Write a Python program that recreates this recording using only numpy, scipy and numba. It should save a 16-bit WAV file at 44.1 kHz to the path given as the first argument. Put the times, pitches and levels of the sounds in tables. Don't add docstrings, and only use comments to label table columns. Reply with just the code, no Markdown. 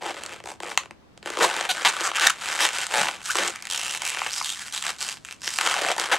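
import sys
import numpy as np
from scipy import signal
from scipy.fft import rfft, irfft
from scipy.io import wavfile
from scipy.ndimage import uniform_filter1d
from numba import njit

SR = 44100
rng = np.random.default_rng(int(sys.argv[2]) if len(sys.argv) > 2 else 0)


def output_pcm(signal):
    pcm = np.clip(np.atleast_2d(signal).T, -1, 1) * 32767
    wavfile.write(sys.argv[1], SR, np.round(pcm).astype(np.int16))


N = 272538
SLIP_SPAN_S = .004


def undb(db):
    return 10 ** (np.asarray(db) / 20)


def on_log_axis(hz, points, axis=1):
    points = np.array(points, float)
    return np.interp(np.log(np.maximum(hz, 1)), np.log(points[:, 0]), points[:, axis])


def coloured(x, points):
    size = x.shape[-1]
    gain = undb(on_log_axis(np.fft.rfftfreq(size, 1 / SR), points))
    y = irfft(rfft(x) * gain, size)
    return y / np.sqrt(np.mean(y ** 2))


def room_tone():
    # (frequency [Hz], relative level [dB per Hz])
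    tone_spectrum = [(25, -13.5), (70, -1), (140, -2.5), (200, -0.5), (330, -5), (420, -8.5), (1000, -12),
                     (1500, -17), (5000, -26.5), (15000, -45)]
    level_db = -54
    return undb(level_db) * coloured(rng.standard_normal((2, N)), tone_spectrum)


def room(x, wet_db, t60_s, side_db, build_s):
    t = np.arange(SR // 3) / SR
    noise = rng.standard_normal((2, len(t)))
    fade = (1 - np.exp(-t / build_s)) * np.exp(-np.log(1000) * t / t60_s)
    mid = coloured(noise[0], [(100, 26), (400, -3), (1500, 6.5), (4000, 5), (8000, 2), (15000, 0.0)])
    side = coloured(noise[1], [(100, -20.5), (1000, 3.0), (3000, 0.0), (8000, 7.5), (15000, 7)])
    side = side * undb(side_db)
    tail = np.array([mid + side, mid - side]) * fade / np.sqrt(np.sum(fade ** 2))
    return x + signal.fftconvolve(x[None], undb(wet_db) * tail, axes=1)[:, :N]


def air(x):
    # (frequency [Hz], width [Hz], added level [dB])
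    air_modes = [(190, 34, 4), (345, 24, -1), (496, 36, -13), (790, 60, -9)]
    hollow = 0
    for hz, width, db in air_modes:
        hollow = hollow + undb(db) * signal.lfilter(*signal.iirpeak(hz, hz / width, fs=SR), x)
    return x + hollow


@njit
def ring(times, hz, size, rise):
    out = np.zeros(N)
    for e in range(len(times)):
        for m in range(hz.shape[1]):
            start = times[e, m]
            first = int(start * SR) + 1
            pole = (2j * np.pi * hz[e, m] - 1 / rise[e, m]) / SR
            z, step = size[e, m] * np.exp(pole * (first - start * SR)), np.exp(pole)
            for i in range(max(first, 0), min(N, first + int(9 * rise[e, m] * SR))):
                out[i] += z.imag * (i / SR - start) / rise[e, m]
                z *= step
    return out


def grip(t):
    # (start [s], end [s], attack [s], level [dB], swell from start to end [dB], hollow lows [dB],
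    # sharp edge [dB], centre of the main mode [Hz], main mode against the others [dB])
    strokes = [(0.0, 0.095, 0.02, -32, 8, 15.5, -4, 814, -3.5),
               (0.111, 0.359, 0.023, -39, -2, 12.5, -4, 3440, -21),
               (0.441, 0.518, 0.021, -42, 0, 22, 5, 900, -2.5),
               (0.61, 0.724, 0.018, -38, 2, 17.5, 2, 950, -10),
               (0.785, 0.86, 0.019, -47, -8, 13, -6, 1080, -7.5),
               (1.218, 1.361, 0.054, -36, 2, 8, -4.5, 420, -10.5),
               (1.36, 1.456, 0.05, -22, 4, 18, 1, 1014, -3.5),
               (1.455, 1.658, 0.021, -29, -4, 5, -4, 910, -11),
               (1.683, 1.714, 0.022, -25.5, 0, 14, 8, 4103, -4),
               (1.734, 1.834, 0.021, -31, 2.5, 8, -2, 1454, -5),
               (1.845, 1.895, 0.01, -24.5, -3, 3, -2, 2470, -27),
               (1.908, 2.09, 0.019, -30, 1.5, 4, -2, 1369, -6),
               (2.121, 2.271, 0.018, -26, 13, -6, -6, 1482, -6.5),
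               (2.33, 2.363, 0.0119, -46, 0, 16, -3, 398.5, -16),
               (2.348, 2.561, 0.11, -28.5, 3, -2.5, 0, 1400, -13),
               (2.565, 2.666, 0.024, -23.5, 2, 2.5, 0, 1831, -10.5),
               (2.697, 2.83, 0.03, -29, 2, -2.5, 1, 1424, -15),
               (2.85, 3.09, 0.13, -25, -10, 5.5, 2, 850.4, -9.5),
               (3.1, 3.16, 0.01506, -38, -7, 2, -2, 860, -12),
               (3.215, 3.32, 0.04, -33, 9, -12, 11, 1505, -10.5),
               (3.327, 3.487, 0.045, -25, -4, 10.5, 1, 1388, -10.5),
               (3.505, 3.571, 0.0206, -39, -5, -16, -4, 2294, -5.5),
               (3.679, 3.962, 0.038, -32, 0, 0.5, 6, 2927, -6.5),
               (3.988, 4.28, 0.027, -32, 1, 1, 2, 2566, -5.5),
               (4.28, 4.421, 0.034, -32, 0, -32, 9, 5100, -4),
               (4.424, 4.522, 0.021, -31, -1, -20, 11, 3393, -4),
               (4.537, 4.616, 0.03, -36, 3, -27, 9.5, 1671, -6),
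               (4.652, 4.681, 0.013, -35.5, -2.5, -34, 5.5, 1384, -19),
               (4.719, 4.797, 0.021, -30.5, -5.5, -13, 8, 3810, -6),
               (4.822, 4.892, 0.02, -30, 7, -3, 2, 1573, -15.5),
               (4.966, 5.122, 0.051, -31, -4.5, -5, 7, 4317, -8),
               (5.242, 5.334, 0.0096, -47, 0, -21, 7, 2512, -4),
               (5.39, 5.573, 0.07, -34.5, 4, -27, 9, 5290, -6.5),
               (5.575, 5.74, 0.031, -24.5, 2, 2.5, 0, 1213, -6),
               (5.733, 5.92, 0.032, -26.5, -0.5, -1, -3, 680, -5.5),
               (5.97, 6.06, 0.02, -28.5, 0, 3, -1.5, 910, -14),
               (6.059, 6.113, 0.03, -35, 2, 10, -5, 1421, -4),
               (6.112, 6.165, 0.008, -23.5, -8.5, 4.5, -4.5, 902.5, -8.5)]
    # (start [s], end [s], level ahead of each layer's own gain [dB])
    holds = [(0.0, 0.51, -60), (1.25, 5.15, -45), (5.15, 5.43, -59), (5.429, 6.22, -43)]
    release_s = .023
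    start, end, attack, db, swell_db, *colour = np.transpose(strokes)[:, :, None]
    along = np.clip((t - start) / (end - start), 0, 1)
    hold = np.clip((t - start) / attack, 0, 1) ** 1.5
    envelope = hold * np.exp(-np.maximum(t - end, 0) / release_s)
    power = (envelope * undb(db + swell_db * (along - .5))) ** 2 + 1e-12
    total = power.sum(axis=0)
    creep = sum(((t >= first) & (t < last)) * undb(creep_db) ** 2 for first, last, creep_db in holds)
    return [10 * np.log10(total + creep)] + [(power * c).sum(axis=0) / total for c in colour]


def patches(count, size=22):
    return rng.random((count, 3, size))


def skin(times, db, low_db, edge_db, patch, cycles, travel_s):
    # (frequency [Hz], level [dB])
    skin_spectrum = [(100, -62), (250, -31), (340, -16.5), (500, -10), (700, -7.5), (950, -2), (1400, -0.5),
                     (2200, -3.5), (2900, -1.5), (5400, -11.5), (7700, -7.5), (11000, -21.5), (15500, -40)]
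    count = patch.shape[2]
    hz = 115 * (14500 / 115) ** ((np.arange(count) + patch[:, 0]) / count)
    lows = on_log_axis(hz, [(450, 1), (950, 0.011)])
    edge = on_log_axis(hz, [(2200, 0.014), (5500, 0.99)])
    mode_db = on_log_axis(hz, skin_spectrum)
    mode_db = mode_db + lows * np.reshape(low_db, (-1, 1)) + edge * np.reshape(edge_db, (-1, 1))
    power = hz * undb(mode_db) ** 2
    rise = max(cycles, .2) / np.sqrt(hz * np.minimum(hz, 2500))
    *_, main_hz, main_db = grip(times)
    hz[:, 0] = main_hz * np.exp(0.18 * (patch[:, 0, 0] - .5))
    power[:, 0] = power[:, 1:].sum(axis=1) * undb(main_db) ** 2
    rise[:, 0] = 0.82 / np.sqrt(hz[:, 0] * np.minimum(hz[:, 0], 1500))
    share = power / power.sum(axis=1, keepdims=True)
    size = np.sqrt(2 ** 3 * SLIP_SPAN_S * share / rise) * np.sign(patch[:, 1] - .5)
    lag = travel_s * patch[:, 2] ** 1.7 * (2000 / hz) ** 0.3
    return ring(times[:, None] + lag, hz, size * undb(db)[:, None], rise)


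def shudder(rate_hz, body_hz, rise_s, count=24):
    # (start [s], end [s], level ahead of the low cut [dB])
    judders = [(2.95, 3.074, -42.5), (3.36, 3.48, -48.5)]
    out = 0
    for start, end, db in judders:
        chance = rng.standard_normal((count, 2))
        times = start + (np.arange(count) + 0.28 * chance[:, 0]) / rate_hz
        swell = np.sin(np.pi * np.clip((times - start) / (end - start), 0, 1))
        size = swell * undb(db) * np.sqrt(8 / (rate_hz * rise_s))
        hz = body_hz * np.exp(0.3 * chance[:, 1:])
        out = out + ring(times[:, None], hz, size[:, None], np.full((count, 1), rise_s))
    return out


def chirps(overtone_db):
    # (start [s], length [s], first pitch [Hz], last pitch [Hz], peak [dB])
    notes = [(3.282, 0.023, 1365, 1055, -28), (3.293, 0.023, 1161, 1850, -20),
             (4.171, 0.0044, 1925, 813, -35), (4.217, 0.004, 1338, 821, -13.5),
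             (4.268, 0.0047, 1630, 890, -34), (4.412, 0.00434, 1326, 881, -16),
             (5.965, 0.0056, 954.5, 772, -24), (5.982, 0.0076, 995, 870, -20)]
    out = np.zeros(N)
    for start, length, first_hz, last_hz, db in notes:
        size, i = max(int(length * SR), 2), int(start * SR)
        phase = 2 * np.pi * np.cumsum(np.linspace(first_hz, last_hz, size)) / SR
        tone = np.sin(phase) + undb(overtone_db) * np.sin(2 * phase)
        out[i:i + size] += undb(db) * np.hanning(size) * tone
    return out


def creaks(gain_db, jitter, scatter_db, wander, cycles, travel_s, count=64):
    # (start [s], end [s], first rate [Hz], last rate [Hz],
    # level ahead of gain_db [dB], hollow lows [dB], sharp edge [dB])
    runs = [(0.4575, 0.516, 62.65, 74.4, -38.5, 18, 3), (0.646, 0.689, 80.6, 140.5, -36.5, 20, -21),
            (1.405, 1.423, 400, 525, -21.5, 16, -10), (1.423, 1.45, 667, 448.5, -15.5, -5.5, -0.5),
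            (1.69, 1.717, 772.6, 706.3, -23.5, -6, 3), (1.849, 1.876, 353.7, 188.7, -17, -15, -2.5),
            (1.885, 1.897, 361, 491, -20, -15, -1), (2.036, 2.08, 281.5, 170.3, -24.5, -11, 2.5),
            (2.156, 2.171, 276.4, 177.5, -23.5, -10, 2.5), (2.214, 2.271, 380, 218.6, -21, -13, 2.5),
            (2.268, 2.273, 1930, 1730, -8.5, -18, 6), (2.298, 2.304, 280, 331.4, -19, -23.5, 7),
            (2.606, 2.653, 261.4, 370.4, -21, 3, 3), (2.939, 3.015, 111.6, 148.8, -22.5, 3.5, -3),
            (3.022, 3.094, 98.8, 56, -28, 12, -15), (3.385, 3.429, 253, 322.6, -29, 12, -9),
            (3.7, 3.781, 93.5, 66.5, -29, -13, 12.5), (3.794, 3.975, 51.93, 85.1, -33.5, -11, 8),
            (4.051, 4.102, 69.74, 124.2, -29.5, -10, 22), (4.319, 4.405, 127.1, 193.4, -37, -18, 13),
            (4.466, 4.523, 165, 152, -37.5, -25, 22), (5.434, 5.495, 202.7, 152.1, -37, -16, 3),
            (6.115, 6.146, 557.7, 332.5, -18.5, 5, -6)]
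    out = 0
    for start, end, first_hz, last_hz, db, low_db, edge_db in runs:
        chance, patch = rng.standard_normal((count, 2)), np.repeat(patches(1), count, axis=0)
        patch[:, 0] += np.clip(wander * rng.standard_normal(patch[:, 0].shape), -1, 1)
        t = np.arange(start, max(end, start + .002), 1 / SR)
        rate = np.geomspace(first_hz, last_hz, len(t))
        due, turns = np.arange(count) + jitter * chance[:, 0], np.cumsum(rate) / SR
        live = due < turns[-1] + .3
        times = np.interp(due[live], turns, t)
        rate_db = 10 * np.log10(np.interp(times, t, rate) * SLIP_SPAN_S)
        each_db = db + gain_db + scatter_db * chance[live, 1] - rate_db
        spread_s = travel_s * np.sqrt(300 / first_hz)
        out = out + skin(times, each_db, low_db, edge_db, patch[live], cycles, spread_s)
    return out


def crackle(rate_hz, scatter_db, gain_db, tight_gain, extra_edge_db, cycles, travel_s, count=600):
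    chance, patch = rng.standard_normal((count, 2)), patches(count)
    times = np.cumsum(np.exp(.5 * chance[:, 0])) / rate_hz
    live = times < N / SR
    db, low_db, edge_db, *_ = grip(times[live])
    db = db + gain_db + tight_gain * edge_db + scatter_db * np.tanh(chance[live, 1])
    return skin(times[live], db, low_db, edge_db + extra_edge_db, patch[live], cycles, travel_s)


def snaps(gain_db, cycles, travel_s):
    # (time [s], level ahead of gain_db [dB], hollow lows [dB], sharp edge [dB])
    hard_slips = [(0.1667, -33, 8, -21), (0.236, -30.5, 3, 13), (0.2617, -29, -3, 8), (0.335, -38, 2, 5),
                  (0.402, -33, 11, -13), (0.439, -35.5, 27, 3), (0.6029, -28.5, 21.5, -0.5),
                  (0.633, -27, 18, -5), (0.7154, -27, 9, -41), (0.7754, -9.5, -22, -0.5),
                  (0.8579, -37.5, 20, -10), (0.909, -33, 13, -7.5), (1.176, -41, 16.5, 0),
                  (1.2281, -36.5, 1, -6), (1.2592, -26.5, 14, -0.5), (1.2738, -24, 20.5, -8),
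                  (1.302, -25.5, 12, -2), (1.3715, -19, 16, -7), (1.3877, -17.5, 28, -2),
                  (1.565, -23, 17.5, 1), (1.61, -19, 4, -0.5), (2.008, -22, 23, 11),
                  (2.116, -20.5, -27, -15), (2.197, -19, -8, 9), (2.59, -21.5, 7, -3),
                  (2.689, -20.5, -21, 3), (2.7853, -19.5, 0, -0.5), (2.8149, -25, -13, 15),
                  (2.867, -25, -21, 11), (2.9108, -28, -6, -6), (3.3545, -15.5, 9, -2),
                  (3.3693, -22.5, 4, 16), (3.385, -27, 2, -10), (3.478, -23, 0, 18), (3.559, -28.5, -20, 7),
                  (3.624, -32, -13, 21), (3.6533, -29.5, -44, 13), (3.6704, -28, -22, 11),
                  (4.0196, -21.5, -9, 3), (4.171, -25, 5, -14), (4.2632, -20.5, -9, -15),
                  (4.5025, -26, -22, 21), (4.7249, -30.5, -14, 25), (4.8246, -23, -8, 11.5),
                  (4.866, -22.5, -18, 2.5), (5.0064, -28, -11, 19), (5.0266, -22.5, 12, 18),
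                  (5.1257, -32, -18, 6), (5.1707, -38, -9.5, -3), (5.249, -32, -30, 5),
                  (5.2867, -36, -24, -1), (5.3102, -32, -26, 6), (5.325, -32, -19, 9),
                  (5.4177, -36.5, -4, 6), (5.4765, -18.5, 1.5, 1), (5.5864, -13.5, -23, 0),
                  (5.611, -17.5, -10, 3), (5.663, -17, 4, 2), (5.6732, -15, 3, 0), (5.7205, -25, -5, 7),
                  (5.818, -20.5, 22, 9), (5.8481, -20, 11, -8), (5.8865, -17, 3, -4),
                  (5.9009, -21, 13, -16), (5.9156, -19, 10, 2), (5.9642, -30, -4, 11), (5.9809, -22, 14, 4),
                  (5.9976, -18, 15, 8), (6.0137, -26.5, 15, 3)]
    times, db, low_db, edge_db = np.transpose(hard_slips)
    return skin(times, db + gain_db, low_db, edge_db, patches(len(times)), cycles, travel_s)


def rubbing(rate_hz, gap_spread, scatter_db, gain_db, cycles, travel_s, count):
    step_s = .001
    t = np.arange(0, N / SR, step_s)
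    pressure_db, _, tight_db, *_ = grip(t)
    chance, patch = rng.standard_normal((count, 2)), patches(count)
    rate = rate_hz * undb(.25 * (pressure_db + 30) + .15 * tight_db)
    gaps = np.exp(gap_spread * chance[:, 0] - gap_spread ** 2 / 2)
    due, turns = np.cumsum(gaps), np.cumsum(rate) * step_s
    live = due < turns[-1]
    times = np.interp(due[live], turns, t)
    db, low_db, edge_db, *_ = grip(times)
    force = undb(scatter_db * chance[live, 1]) ** 2
    force = force / uniform_filter1d(force, size=13) / (np.interp(times, t, rate) * SLIP_SPAN_S)
    each_db = db + gain_db + 10 * np.log10(force)
    return skin(times, each_db, low_db, edge_db, patch[live], cycles, travel_s)


def scene():
    coarse = rubbing(rate_hz=180, gap_spread=0.54, scatter_db=4.0, gain_db=-3.5,
                     cycles=0.85, travel_s=0.001317, count=3000)
    fine = rubbing(rate_hz=700, gap_spread=.7, scatter_db=1, gain_db=-5,
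                   cycles=0.86, travel_s=0.001023, count=6000)
    ticks = crackle(rate_hz=49, scatter_db=4.5, gain_db=-3.0, tight_gain=0.24, extra_edge_db=3,
                    cycles=0.8, travel_s=0.001126)
    balloon = coarse + fine + ticks
    balloon = balloon + snaps(gain_db=-1.5, cycles=0.85, travel_s=0.001147)
    balloon = balloon + chirps(overtone_db=-9.0)
    balloon = balloon + creaks(gain_db=-0.87, jitter=0.0504, scatter_db=0.5, wander=0.23,
                               cycles=0.6, travel_s=0.001186)
    balloon = balloon + shudder(rate_hz=120, body_hz=185.86, rise_s=0.0043)
    balloon = signal.sosfilt(signal.butter(5, 196, "high", fs=SR, output="sos"), balloon)
    heard = room(air(balloon), wet_db=-8.0, t60_s=0.15, side_db=-6, build_s=0.00012)
    return heard + room_tone()


def record(dry):
    # (frequency [Hz], left minus right [dB], left leads by [radians])
    port_split = [(61, -5, 0.58), (260.5, 1.5, 0.72), (507, 1.5, 0.39), (1350, 2.5, -0.12),
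                  (2400, .5, -0.21), (4360, -.5, -0.0096), (7340, -2, -0.4), (7740, -11, -1.05),
                  (8820, 1.5, 1.52), (10770, 5.5, 0.59), (12700, 1.5, -0.74)]
    top_hz = 16000
    hz = np.fft.rfftfreq(N, 1 / SR)
    sides = np.array([[.5], [-.5]])
    gain = undb(sides * on_log_axis(hz, port_split, axis=1))
    ports = gain * np.exp(1j * sides * on_log_axis(hz, port_split, axis=2))
    heard = np.clip(irfft(rfft(dry) * ports, N), -1, 1)
    return signal.sosfilt(signal.ellip(8, .2, 70, top_hz, fs=SR, output="sos"), heard)


dry = scene()
out = record(dry)
output_pcm(out)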